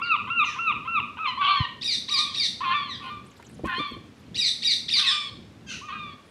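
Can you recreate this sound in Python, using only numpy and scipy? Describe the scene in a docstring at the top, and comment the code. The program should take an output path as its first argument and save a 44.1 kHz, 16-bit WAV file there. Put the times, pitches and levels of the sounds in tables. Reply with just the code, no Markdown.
"""Over a low distant rumble and hiss, a gull-like bird yelps five times, past a sliding cry and a rasping bark.
Its hoarse squawks then run on nearly to the end; a thump lands during the first, and a parakeet-like bird
screeches three times around the second. Leaf litter rustles and crackles under a small animal; three more
screeches, cries, a thin scream and a last bark follow. The calls are summed harmonics that roughness splits
and blurs, echoed by trunks; footfalls are damped thuds with crackle, and leaves are tiny decaying grains."""
import sys
import numpy as np
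from scipy import signal
from scipy.fft import rfft, irfft
from scipy.io import wavfile
from scipy.ndimage import map_coordinates

SR = 44100
rng = np.random.default_rng(int(sys.argv[2]) if len(sys.argv) > 2 else 0)


def generate_wav(sig):
    """Save sig (samples, or channels by samples) to the path in sys.argv[1] as 16-bit PCM at SR."""
    pcm = np.round(np.clip(np.atleast_2d(sig).T, -1, 1) * 32767).astype(np.int16)
    wavfile.write(sys.argv[1], SR, pcm)


N = 277830
TIME = np.arange(N) / SR
TOP_HZ = 15600  # upper limit of the harmonics and of the whole scene


def undb(db):
    """Decibels to gain."""
    return 10 ** (np.asarray(db) / 20)


def gain_at(hz, spectrum):
    """Gain of a (Hz, dB) spectrum on a log-frequency axis."""
    f, db = np.transpose(spectrum)
    return undb(np.interp(np.log(np.maximum(hz, 1)), np.log(f), db))


def unit(x):
    """Scale to rms 1."""
    return x / np.sqrt(np.mean(x ** 2))


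def colour(x, spectrum):
    """Filter by a (Hz, dB) spectrum."""
    return irfft(rfft(x) * gain_at(np.fft.rfftfreq(len(x), 1 / SR), spectrum), len(x))


def wander(t, rate):
    """Smooth random curve of spread near 1, with rate new values a second."""
    place = (t - t[0]) * rate
    knots = np.random.default_rng(rng.integers(2 ** 31)).standard_normal(int(place[-1]) + 2)
    return map_coordinates(knots, [place], order=2, mode="nearest")


def ramp(t, length):
    """Rise from 0 at t = 0 to 1 after the given length."""
    return np.clip(t / length, 0, 1)


def add(out, start, x):
    """Mix x into out from start s on, trimming what falls outside the scene."""
    i = int(round(start * SR))
    x, i = x[max(-i, 0):], max(i, 0)
    out[i:i + len(x)] += x[:N - i]


# Tone of the distant rumble and hiss. Each row: frequency in Hz, relative level in dB.
AIR = [(20, -23.5), (40, -30.5), (62, -5), (110, 0.5), (160, -2.5), (230, 0.5), (330, -7.5), (480, -12),
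       (700, -18.5), (1500, -22), (3500, -26), (7000, -35.5), (12000, -45.5), (15000, -54)]
AIR_DB = -48.5  # rms level of the steady bed


def air(waver_db=3):
    """Shaped noise: a low far-off rumble that wavers, under a smooth hiss."""
    noise = unit(colour(rng.standard_normal(N), AIR))
    low = signal.sosfiltfilt(signal.butter(2, 450, fs=SR, output="sos"), noise)
    swell_db = waver_db * wander(TIME, 9)
    return undb(AIR_DB) * (noise + low * (undb(swell_db) - 1))


def wood(x, wet_db, t60, early_db, early_s, treble_db):
    """Near trunks return separate echoes; the deeper wood returns a diffuse tail that falls 60 dB in t60 s."""
    t = np.arange(SR) / SR
    hits = rng.standard_normal(SR) * (rng.random(SR) < 1400 / SR)  # about 1400 echoes a second
    trunks = hits * np.exp(-t / early_s) * (t > .004)
    tail = rng.standard_normal(SR) * undb(-60 * t / t60) * (1 - np.exp(-t / .02))
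    echo = (undb(early_db) * unit(trunks) + undb(wet_db) * unit(tail)) / np.sqrt(SR)
    wet = signal.fftconvolve(x, echo)[:N]
    return x + colour(wet, [(1000, 0.012), (4000, 0.011), (11000, treble_db)])


# Bouts of rustling in dry leaves.
# Each row: middle in seconds, half length in seconds (to 1/e of the gain), level in dB.
RUSTLE = [(3.056, 0.08, -61.5), (3.387, 0.19, -60), (3.745, .17, -62.5), (4.15, 0.21, -71),
          (6.25, .25, -71)]
# Tone of dry leaves, also heard in the footfalls. Each row: frequency in Hz, relative level in dB.
LEAF = [(400, -1.5), (1000, 4.5), (3000, 3.5), (6000, -1), (10000, -3), (12500, -9.5), (15000, -16)]


def leaves(spread_db=3.7, burst_db=3, grain_s=.004, count=1500):
    """Tiny cracks of dry leaves, each a decaying grain with its own pitch, in bursts."""
    cracks, t = np.zeros(N), np.arange(SR // 30) / SR
    for when, pitch, force in rng.random((count, 3)):
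        hz = 900 + 11500 * pitch
        swell = t / grain_s * np.exp(-t / grain_s)
        grain = wander(t, 1420) * np.sin(2 * np.pi * hz * t) * swell
        strength = min(-np.log(1 - force), 3)  # mostly weak cracks, a few strong ones
        add(cracks, when * TIME[-1], grain * undb(spread_db * strength))
    bouts = sum(undb(db) * np.exp(-((TIME - middle) / half_s) ** 2) for middle, half_s, db in RUSTLE)
    return unit(colour(cracks, LEAF)) * bouts * undb(burst_db * wander(TIME, 14))


# Thumps and scuffs in the litter.
# Each row: start in seconds, level in dB, pitch of the thud in Hz, time to fall 60 dB in seconds,
# crackle in dB relative to the row's level.
STEPS = [(1.6, -15, 101, 0.049, -51), (3.395, -44.5, 948, 0.056, -3), (3.592, -34, 474, 0.041, -31),
         (3.635, -24.5, 331, 0.059, -19), (3.653, -32, 229, 0.087, -7), (3.779, -30, 208, 0.056, -24),
         (3.797, -30.5, 292, 0.062, -17), (3.912, -38, 236, 0.13, -51), (3.965, -40.5, 342, 0.07, -29)]


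def steps():
    """Each footfall thuds in the soft ground as a damped tone with noise, and crushes a few leaves."""
    out, t = np.zeros(N), np.arange(SR // 5) / SR
    crush = t / .008 * np.exp(-t / .008)
    for start, db, hz, t60, crackle_db in STEPS:
        fall = (1 - np.exp(-t / .002)) ** 2 * undb(-60 * t / t60)
        thud = 2 * np.sin(2 * np.pi * hz * t) + 1.56 * wander(t, 4 * hz)
        uneven_noise = rng.standard_normal(len(t)) * np.exp(wander(t, 400))
        crackle = unit(colour(uneven_noise, LEAF)) * crush
        add(out, start, undb(db) * (thud * fall + undb(crackle_db) * crackle))
    return out


def voice(rows, throat, centre_hz, jitter, beat_hz, side_db, smear, blur_hz, flutter, flutter_hz, count,
          uneven_db=3, side_blur=0, beat_waver=0.125):
    """A bird's cry: roughness adds lines of a second, slower vibration and blurs the highest into hiss."""
    # each row: time in s, pitch in Hz, level in dB, brightness in dB per octave, roughness
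    s, *columns = np.transpose(rows)
    t = np.arange(s[0], s[-1] + .002, 1 / SR)
    hz, db, bright_db, rough = (np.interp(t, s, c) for c in columns)
    rough = np.clip(rough, 0, 1)
    hz = hz * (1 + .008 * wander(t, 70))
    # besides this slow waver, a fast pitch jitter grows with roughness
    shaky_hz = hz * (1 + jitter * (rough + 0.15) * wander(t, 500.7))
    phase = 2 * np.pi * np.cumsum(shaky_hz) / SR
    beat = 2 * np.pi * np.cumsum(beat_hz * (1 + beat_waver * wander(t, 70))) / SR
    out = 0
    for k in range(2, count):
        harmonic, side = divmod(k, 3)  # side 1 and 2: the lines above each harmonic
        f = harmonic * hz + side * beat_hz
        size = gain_at(f, throat) * undb(bright_db * np.log2(f / centre_hz)) * (f < TOP_HZ)
        if side:
            size = size * rough * undb(side_db + uneven_db * wander(t, 25.3))
        # turbulence widens each line, the more the higher it lies
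        extra = side_blur * (side > 0)
        blur = smear * rough + np.sqrt(rough) * (f / blur_hz) ** 4 + extra
        width = np.mean(f) / 6 * (1 + extra)
        smudge = wander(t, width) + 1j * wander(t, width)
        tone = (1 + blur * smudge) / np.sqrt(1 + 2 * blur ** 2)
        out = out + np.real(size * tone * np.exp(1j * (harmonic * phase + side * beat)))
    edges = np.clip(np.minimum(t - t[0], t[-1] - t) / .003, 0, 1)
    throb = np.exp(flutter * np.sqrt(rough) * np.tanh(wander(t, flutter_hz)))  # the membranes beat unevenly
    track = np.zeros(N)
    add(track, s[0], out * edges * throb * undb(db))
    return track


def repeats(shape, calls):
    """Stretch, transpose and place one call shape for each row of a run."""
    share, hz, db, bright, rough = np.transpose(shape)
    return [np.column_stack([start + share * length, hz * ratio, db + call_db,
                             bright + call_bright, rough + call_rough])
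            for start, length, ratio, call_db, call_bright, call_rough in calls]


SLUR_SETTLE = 0.36  # share of a slur over which its roughness changes


def slur(call, peak_share, rise_db, fall_db):
    """One gliding note that swells to a peak and dies away."""
    start, length, first_hz, last_hz, bend, db, bright_db, first_rough, last_rough = call
    u = np.linspace(0, 1, 40)
    hz = first_hz + (last_hz - first_hz) * u ** bend
    rise = rise_db * (1 - ramp(u, peak_share)) ** 2
    fall = fall_db * ramp(u - peak_share, 1 - peak_share)
    rough = first_rough + (last_rough - first_rough) * ramp(u, SLUR_SETTLE)
    return np.column_stack([start + u * length, hz, db - rise - fall, np.full_like(u, bright_db), rough])


# Rasping barks, then a thin held scream. Each row: start in seconds, length in seconds, first pitch in Hz,
# last pitch in Hz, bend (1 is a straight glide), level in dB, brightness in dB per octave,
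# first roughness and last roughness from 0 to 1.
RASPS = [(0.441, 0.12, 2170, 1447, 1.1, -34, -2, 0.4, 0.25),
         (5.664, .135, 1628, 1246, 1.2, -38.5, 1, 0, 0.83)]
SCREAM = [(5.062, .213, 1801, 1720, 0.42, -33.5, 1, 0.54, .08)]
# Throat colours of the barks and the scream. Each row: frequency in Hz, gain in dB.
RASP_THROAT = [(700, -40), (1500, -3.5), (2000, -8), (2700, 8.5), (3300, -6.5), (4000, -7), (5000, -10.5),
               (6200, -4.5), (7200, -25.5), (9500, -31), (12000, -38), (14000, -44)]
SCREAM_THROAT = [(1700, -48), (3500, 11), (4300, -8), (5250, 2), (6500, -20), (8000, -1.5), (8800, -16),
                 (9500, -28), (12000, -47)]


def rasp():
    """Gliding notes with strong lines of the slower vibration: noisy barks and a thin held scream."""
    barks = sum(voice(slur(bark, peak_share=0.38, rise_db=12, fall_db=15.5), RASP_THROAT, 3100,
                      jitter=0.026, beat_hz=526, side_db=1.5, smear=0.7, blur_hz=7400,
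                      flutter=0.17, flutter_hz=413, count=27) for bark in RASPS)
    scream = voice(slur(SCREAM[0], peak_share=0.13, rise_db=10, fall_db=25.5), SCREAM_THROAT, 4600,
                   jitter=0.025, beat_hz=538, side_db=3.5, smear=0.5, blur_hz=9500,
                   flutter=.25, flutter_hz=294, count=21)
    return barks + scream


# One screech in three registers: rise, hold, fall. Each row: share of the call's length, pitch in Hz,
# level in dB, brightness in dB per octave, roughness from 0 to 1.
SCREECH = [
    [(0, 1772, -10, 3, 0.2), (.07, 2040, -3.5, 1, 0.4), (.185, 2960, -1, 6, 0.59)],
    [(.2, 1988, -1, 14, 0.08), (.31, 2022, 2, 4.5, 0.19), (.39, 1907, 4.5, 11.5, 0)],
    [(.41, 2619, 6, 7.5, 0), (.6, 2350, 0.5, -1, .2), (.78, 2058, 4, 6.5, 0.23), (.93, 1874, 4, 9.5, 0.15),
     (1, 1730, -27, -7, 0.2)],
]
# The two runs of three. Each row: start in seconds, length in seconds, pitch ratio, level in dB,
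# brightness in dB per octave, added roughness from 0 to 1.
SCREECHES = [(1.81, 0.16, 0.95, -25.5, 0, 0.05), (2.08, 0.14, 0.96, -23.5, -1, 0.06),
             (2.338, 0.14, 0.94, -24, -1, 0.09), (4.344, 0.16, 0.96, -23, 0, 0.04),
             (4.619, .128, 0.95, -21.5, -0.5, 0.03), (4.881, 0.13, 0.94, -21.5, -1, 0.13)]
# Shrill slurred cries. Each row: start in seconds, length in seconds, first pitch in Hz, last pitch in Hz,
# bend (1 is a straight glide), level in dB, brightness in dB per octave,
# first roughness and last roughness from 0 to 1.
CRIES = [(0.024, 0.059, 2420, 1740, 1.76, -35.5, -9.5, 0.32, .14),
         (2.882, 0.087, 2184, 1527, 1.03, -31.5, -5.5, 0.2, 0.1),
         (2.952, 0.028, 1532, 1910, 1, -44, -8, .1, .2),
         (4.986, 0.042, 1458, 2286, 2, -27.5, -9, 0.85, 0.9),
         (5.045, 0.094, 2300, 1480, 0.6, -19, -6, 0.35, .05)]
# Throat colour of the shrill bird. 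Each row: frequency in Hz, gain in dB.
SCREECH_THROAT = [(900, -19.5), (1650, -20.5), (2400, -9.5), (3000, -2), (3700, -0.5), (4800, -0.5),
                  (5400, -20), (6200, -16), (7200, -46.5), (7900, -23.5), (8400, -33), (9600, -37.5),
                  (12500, -56.5), (14000, -79)]


def screeches():
    """Shrill calls through a throat that favours 3 to 5 kHz, above the pitch itself."""
    calls = [rows for register in SCREECH for rows in repeats(register, SCREECHES)]
    calls += [slur(cry, peak_share=0.4, rise_db=13, fall_db=14) for cry in CRIES]
    return sum(voice(rows, SCREECH_THROAT, 4000, jitter=.025, beat_hz=680, side_db=-6, side_blur=1.2,
                     smear=.75, blur_hz=7400, flutter=.45, flutter_hz=450, count=24) for rows in calls)


# Throat colour of the hoarse calls. Each row: frequency in Hz, gain in dB.
SQUAWK_THROAT = [(450, -45), (780, -18), (1050, 1.5), (1250, 4), (1500, -6), (1850, -6.5), (2150, -14),
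                 (2500, -0.5), (3100, -8), (3500, -8.5), (3900, -19.5), (4300, -12.5), (4750, -35.5),
                 (9000, -66)]
# Nasal resonance of the squawks. Each row: frequency in Hz, gain in dB.
NASAL = [(1150, -39), (1380, -2), (1850, 19), (2150, -18.5), (3000, -66)]
CLEAR_NASAL_DB = -7  # nasal resonance outside the rasp
SCOOP, SCOOP_S = 0.19, .016  # a squawk starts this share of its top pitch flat and slides up
ATTACK_S, CLEARING_S = 0.0046, 0.029  # onset and end of the rasp
DROP_S, BREAK_S = 0.02505, 0.0094  # drop to the low pitch, jump back up
SAG_POWER, FADE_POWER = 1.8, 1.09  # pitch and level fall ever faster
SHUT_DB, OPENING_S = -5.5, 0.094  # the beak starts shut and dull (dB per octave), then opens
CLEAR_ROUGH = 0.14  # roughness once the rasp is over
SWELL_DB = 3.5  # the rasp grows by this much up to the break
LEAD_DECAY_DB = 1.5  # the lead-in dies down by this much before the rasp


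def squawk(call):
    """A soft scoop, a rasp that drags the pitch down, then a break up to a clear note that sinks and fades."""
    (start, lead_s, low_s, sink_s, rasp_s, low_hz, top_hz, sag_hz, beat_hz, db, lead_db, fade_db,
     rasp_bright, clear_bright, lead_rough, rasp_rough, nasal_db) = call
    t = np.arange(0, lead_s + low_s + sink_s, .001)
    since = t - lead_s
    pushed, cleared = ramp(since, ATTACK_S), ramp(since - rasp_s, CLEARING_S)
    rasping = pushed - cleared
    low = ramp(since, DROP_S) - ramp(since - low_s, BREAK_S)
    sunk = ramp(since - low_s, sink_s)
    scooped_hz = top_hz * (1 - SCOOP * np.exp(-t / SCOOP_S))
    hz = scooped_hz + (low_hz - top_hz) * low - sag_hz * sunk ** SAG_POWER
    lead_in = lead_db + LEAD_DECAY_DB * (.5 - ramp(t, lead_s))
    swell = SWELL_DB * (pushed - ramp(since, low_s))
    level = db + lead_in * (1 - pushed) - swell - fade_db * sunk ** FADE_POWER
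    beak = SHUT_DB * (1 - ramp(t, OPENING_S))
    bright = beak + rasp_bright + (clear_bright - rasp_bright) * cleared
    rough = lead_rough * (1 - pushed) + rasp_rough * rasping + CLEAR_ROUGH * cleared
    rows = np.column_stack([start + t, hz, level, bright, rough])
    sound = voice(rows, SQUAWK_THROAT, 1276, jitter=.02, beat_hz=beat_hz, side_db=-1, smear=.27, blur_hz=5700,
                  flutter=0.39, flutter_hz=410.4, count=22, uneven_db=4, beat_waver=.09)
    boost_db = np.interp(TIME, start + t, CLEAR_NASAL_DB + (nasal_db - CLEAR_NASAL_DB) * rasping)
    return sound + colour(sound, NASAL) * (undb(boost_db) - 1)


# The slur in which the last yelp trails off. Its row: start in seconds, length in seconds, first pitch in Hz,
# last pitch in Hz, bend (1 is a straight glide), level in dB, brightness in dB per octave,
# first roughness and last roughness from 0 to 1.
YELP_TAIL = [(1.264, .074, 1070, 950, .9, -30, 5.5, .4, .04)]
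# Hoarse squawks. Each row: start, lead-in, low part, sinking part and rasp in seconds,
# low pitch, top pitch, sag and slow vibration in Hz, peak level, lead-in and fade in dB,
# rasp brightness and clear brightness in dB per octave, lead-in roughness and rasp roughness from 0 to 1,
# nasal boost in dB.
SQUAWKS = [(1.372, .036, 0.07, .18, 0.13, 1120, 1178, 254.5, 404.5, -21, -7.5, 10.5, .5, 4.5, 0.1, 0.71, -2),
           (2.085, .045, 0.052, .15, 0.055, 1090, 1222, 206, 389, -33.5, -10, 12.5, -2, 7.5, .55, 0.34, -5),
           (2.604, 0.032, .096, 0.16, 0.098, 1051, 1177, 177.6, 333, -24, -6.5, 20, -1, 5, 0.37, 0.65, 0),
           (2.995, 0.022, .078, 0.12, 0.083, 1047, 1212, 100, 393, -37.5, -10.5, 15, 1, 0.5, .85, 0.84, -2),
           (3.645, 0.0234, .119, .165, 0.073, 1046, 1187, 144, 409, -31, -3, 17.5, -0.5, 6, 0.54, 0.8, 4),
           (4.96, .055, 0.094, 0.19, 0.12, 1088, 1219, 144.3, 390, -36, -8.5, 11.5, 8, 11.5, 0.1, 0.58, -1.5),
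           (5.812, .066, 0.037, 0.23, 0.093, 1069, 1230, 125.2, 361.4, -35, -9, 15, -1.5, 5.5, .12, 0.55, 2)]


def squawks():
    """The hoarse calls, and the short slur that leads into them."""
    tail = voice(slur(YELP_TAIL[0], peak_share=0.4, rise_db=14.5, fall_db=15.5), SQUAWK_THROAT, 880,
                 jitter=.02, beat_hz=387, side_db=-3, smear=.28, blur_hz=5700,
                 flutter=.37, flutter_hz=407, count=22)
    return tail + sum(squawk(call) for call in SQUAWKS)


# One yelp. Each row: share of its length, pitch in Hz, level in dB, brightness in dB per octave,
# roughness from 0 to 1.
YELP = [(0, 1002, -9, -0.5, 0.3), (.16, 1116, -13, 3.5, 0.54), (.185, 1354, -4.5, -3, 0),
        (.42, 1419, -10, -0.5, 0), (.6, 1382, -6, 0.5, 0.02), (.75, 1282, -1, 7, 0.02),
        (.9, 1166, -1, 2, 0.01), (1, 897, -5.5, 3.5, 0)]
# The five yelps. Each row: start in seconds, length in seconds, pitch ratio, level in dB,
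# brightness in dB per octave, added roughness from 0 to 1.
YELPS = [(-.012, 0.18, 1.005, -22, -2.5, 0.02), (0.271, 0.18, 0.99, -22.5, 0.5, 0),
         (0.559, 0.17, 0.98, -23, -1.5, 0.11), (0.849, .157, .975, -23.5, -2.5, 0.04),
         (1.168, 0.122, 0.925, -24.5, -3.5, 0.4)]
# Throat colour of the yelps. Each row: frequency in Hz, gain in dB.
YELP_THROAT = [(500, -52.5), (900, -8.5), (1200, 4.5), (1450, 0.5), (1800, -22), (2350, -5), (2750, 6.5),
               (3100, -16.5), (3500, -14), (3950, -21.5), (4200, -43.5), (5200, -55), (8000, -59),
               (12000, -65.5)]


def yelps():
    """Arched notes whose harmonics start with a rough catch, then ring clearer."""
    return sum(voice(rows, YELP_THROAT, 1250, jitter=0.025, beat_hz=422, side_db=-6.5, smear=0.82,
                     blur_hz=5500, flutter=0.13, flutter_hz=187, count=19) for rows in repeats(YELP, YELPS))


def scene():
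    """Two voices echoing in the wood, with footfalls, leaves and rumble left dry."""
    no_lows = signal.butter(6, 720, "high", fs=SR, output="sos")  # a small beak radiates no lows
    low_voice = signal.sosfilt(no_lows, yelps() + squawks())
    far = signal.butter(8, 12000, fs=SR, output="sos")  # distance takes the highest hiss
    shrill_voice = signal.sosfilt(far, screeches() + rasp())
    low_bird = wood(low_voice, wet_db=-11, t60=0.44, early_db=-7.0, early_s=0.063, treble_db=-9.5)
    shrill_bird = wood(shrill_voice, wet_db=-14, t60=0.67, early_db=-2.5, early_s=0.06, treble_db=4.0)
    no_sub = signal.butter(4, 50, "high", fs=SR, output="sos")  # keeps the thuds free of deep bass
    footfalls = signal.sosfilt(no_sub, steps())
    return (low_bird + shrill_bird + footfalls + leaves() + air())[None]


def record(dry):
    """A steep low-pass cuts the top."""
    return signal.sosfilt(signal.ellip(8, .2, 70, TOP_HZ, fs=SR, output="sos"), dry)


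dry = scene()
out = record(dry)
generate_wav(out)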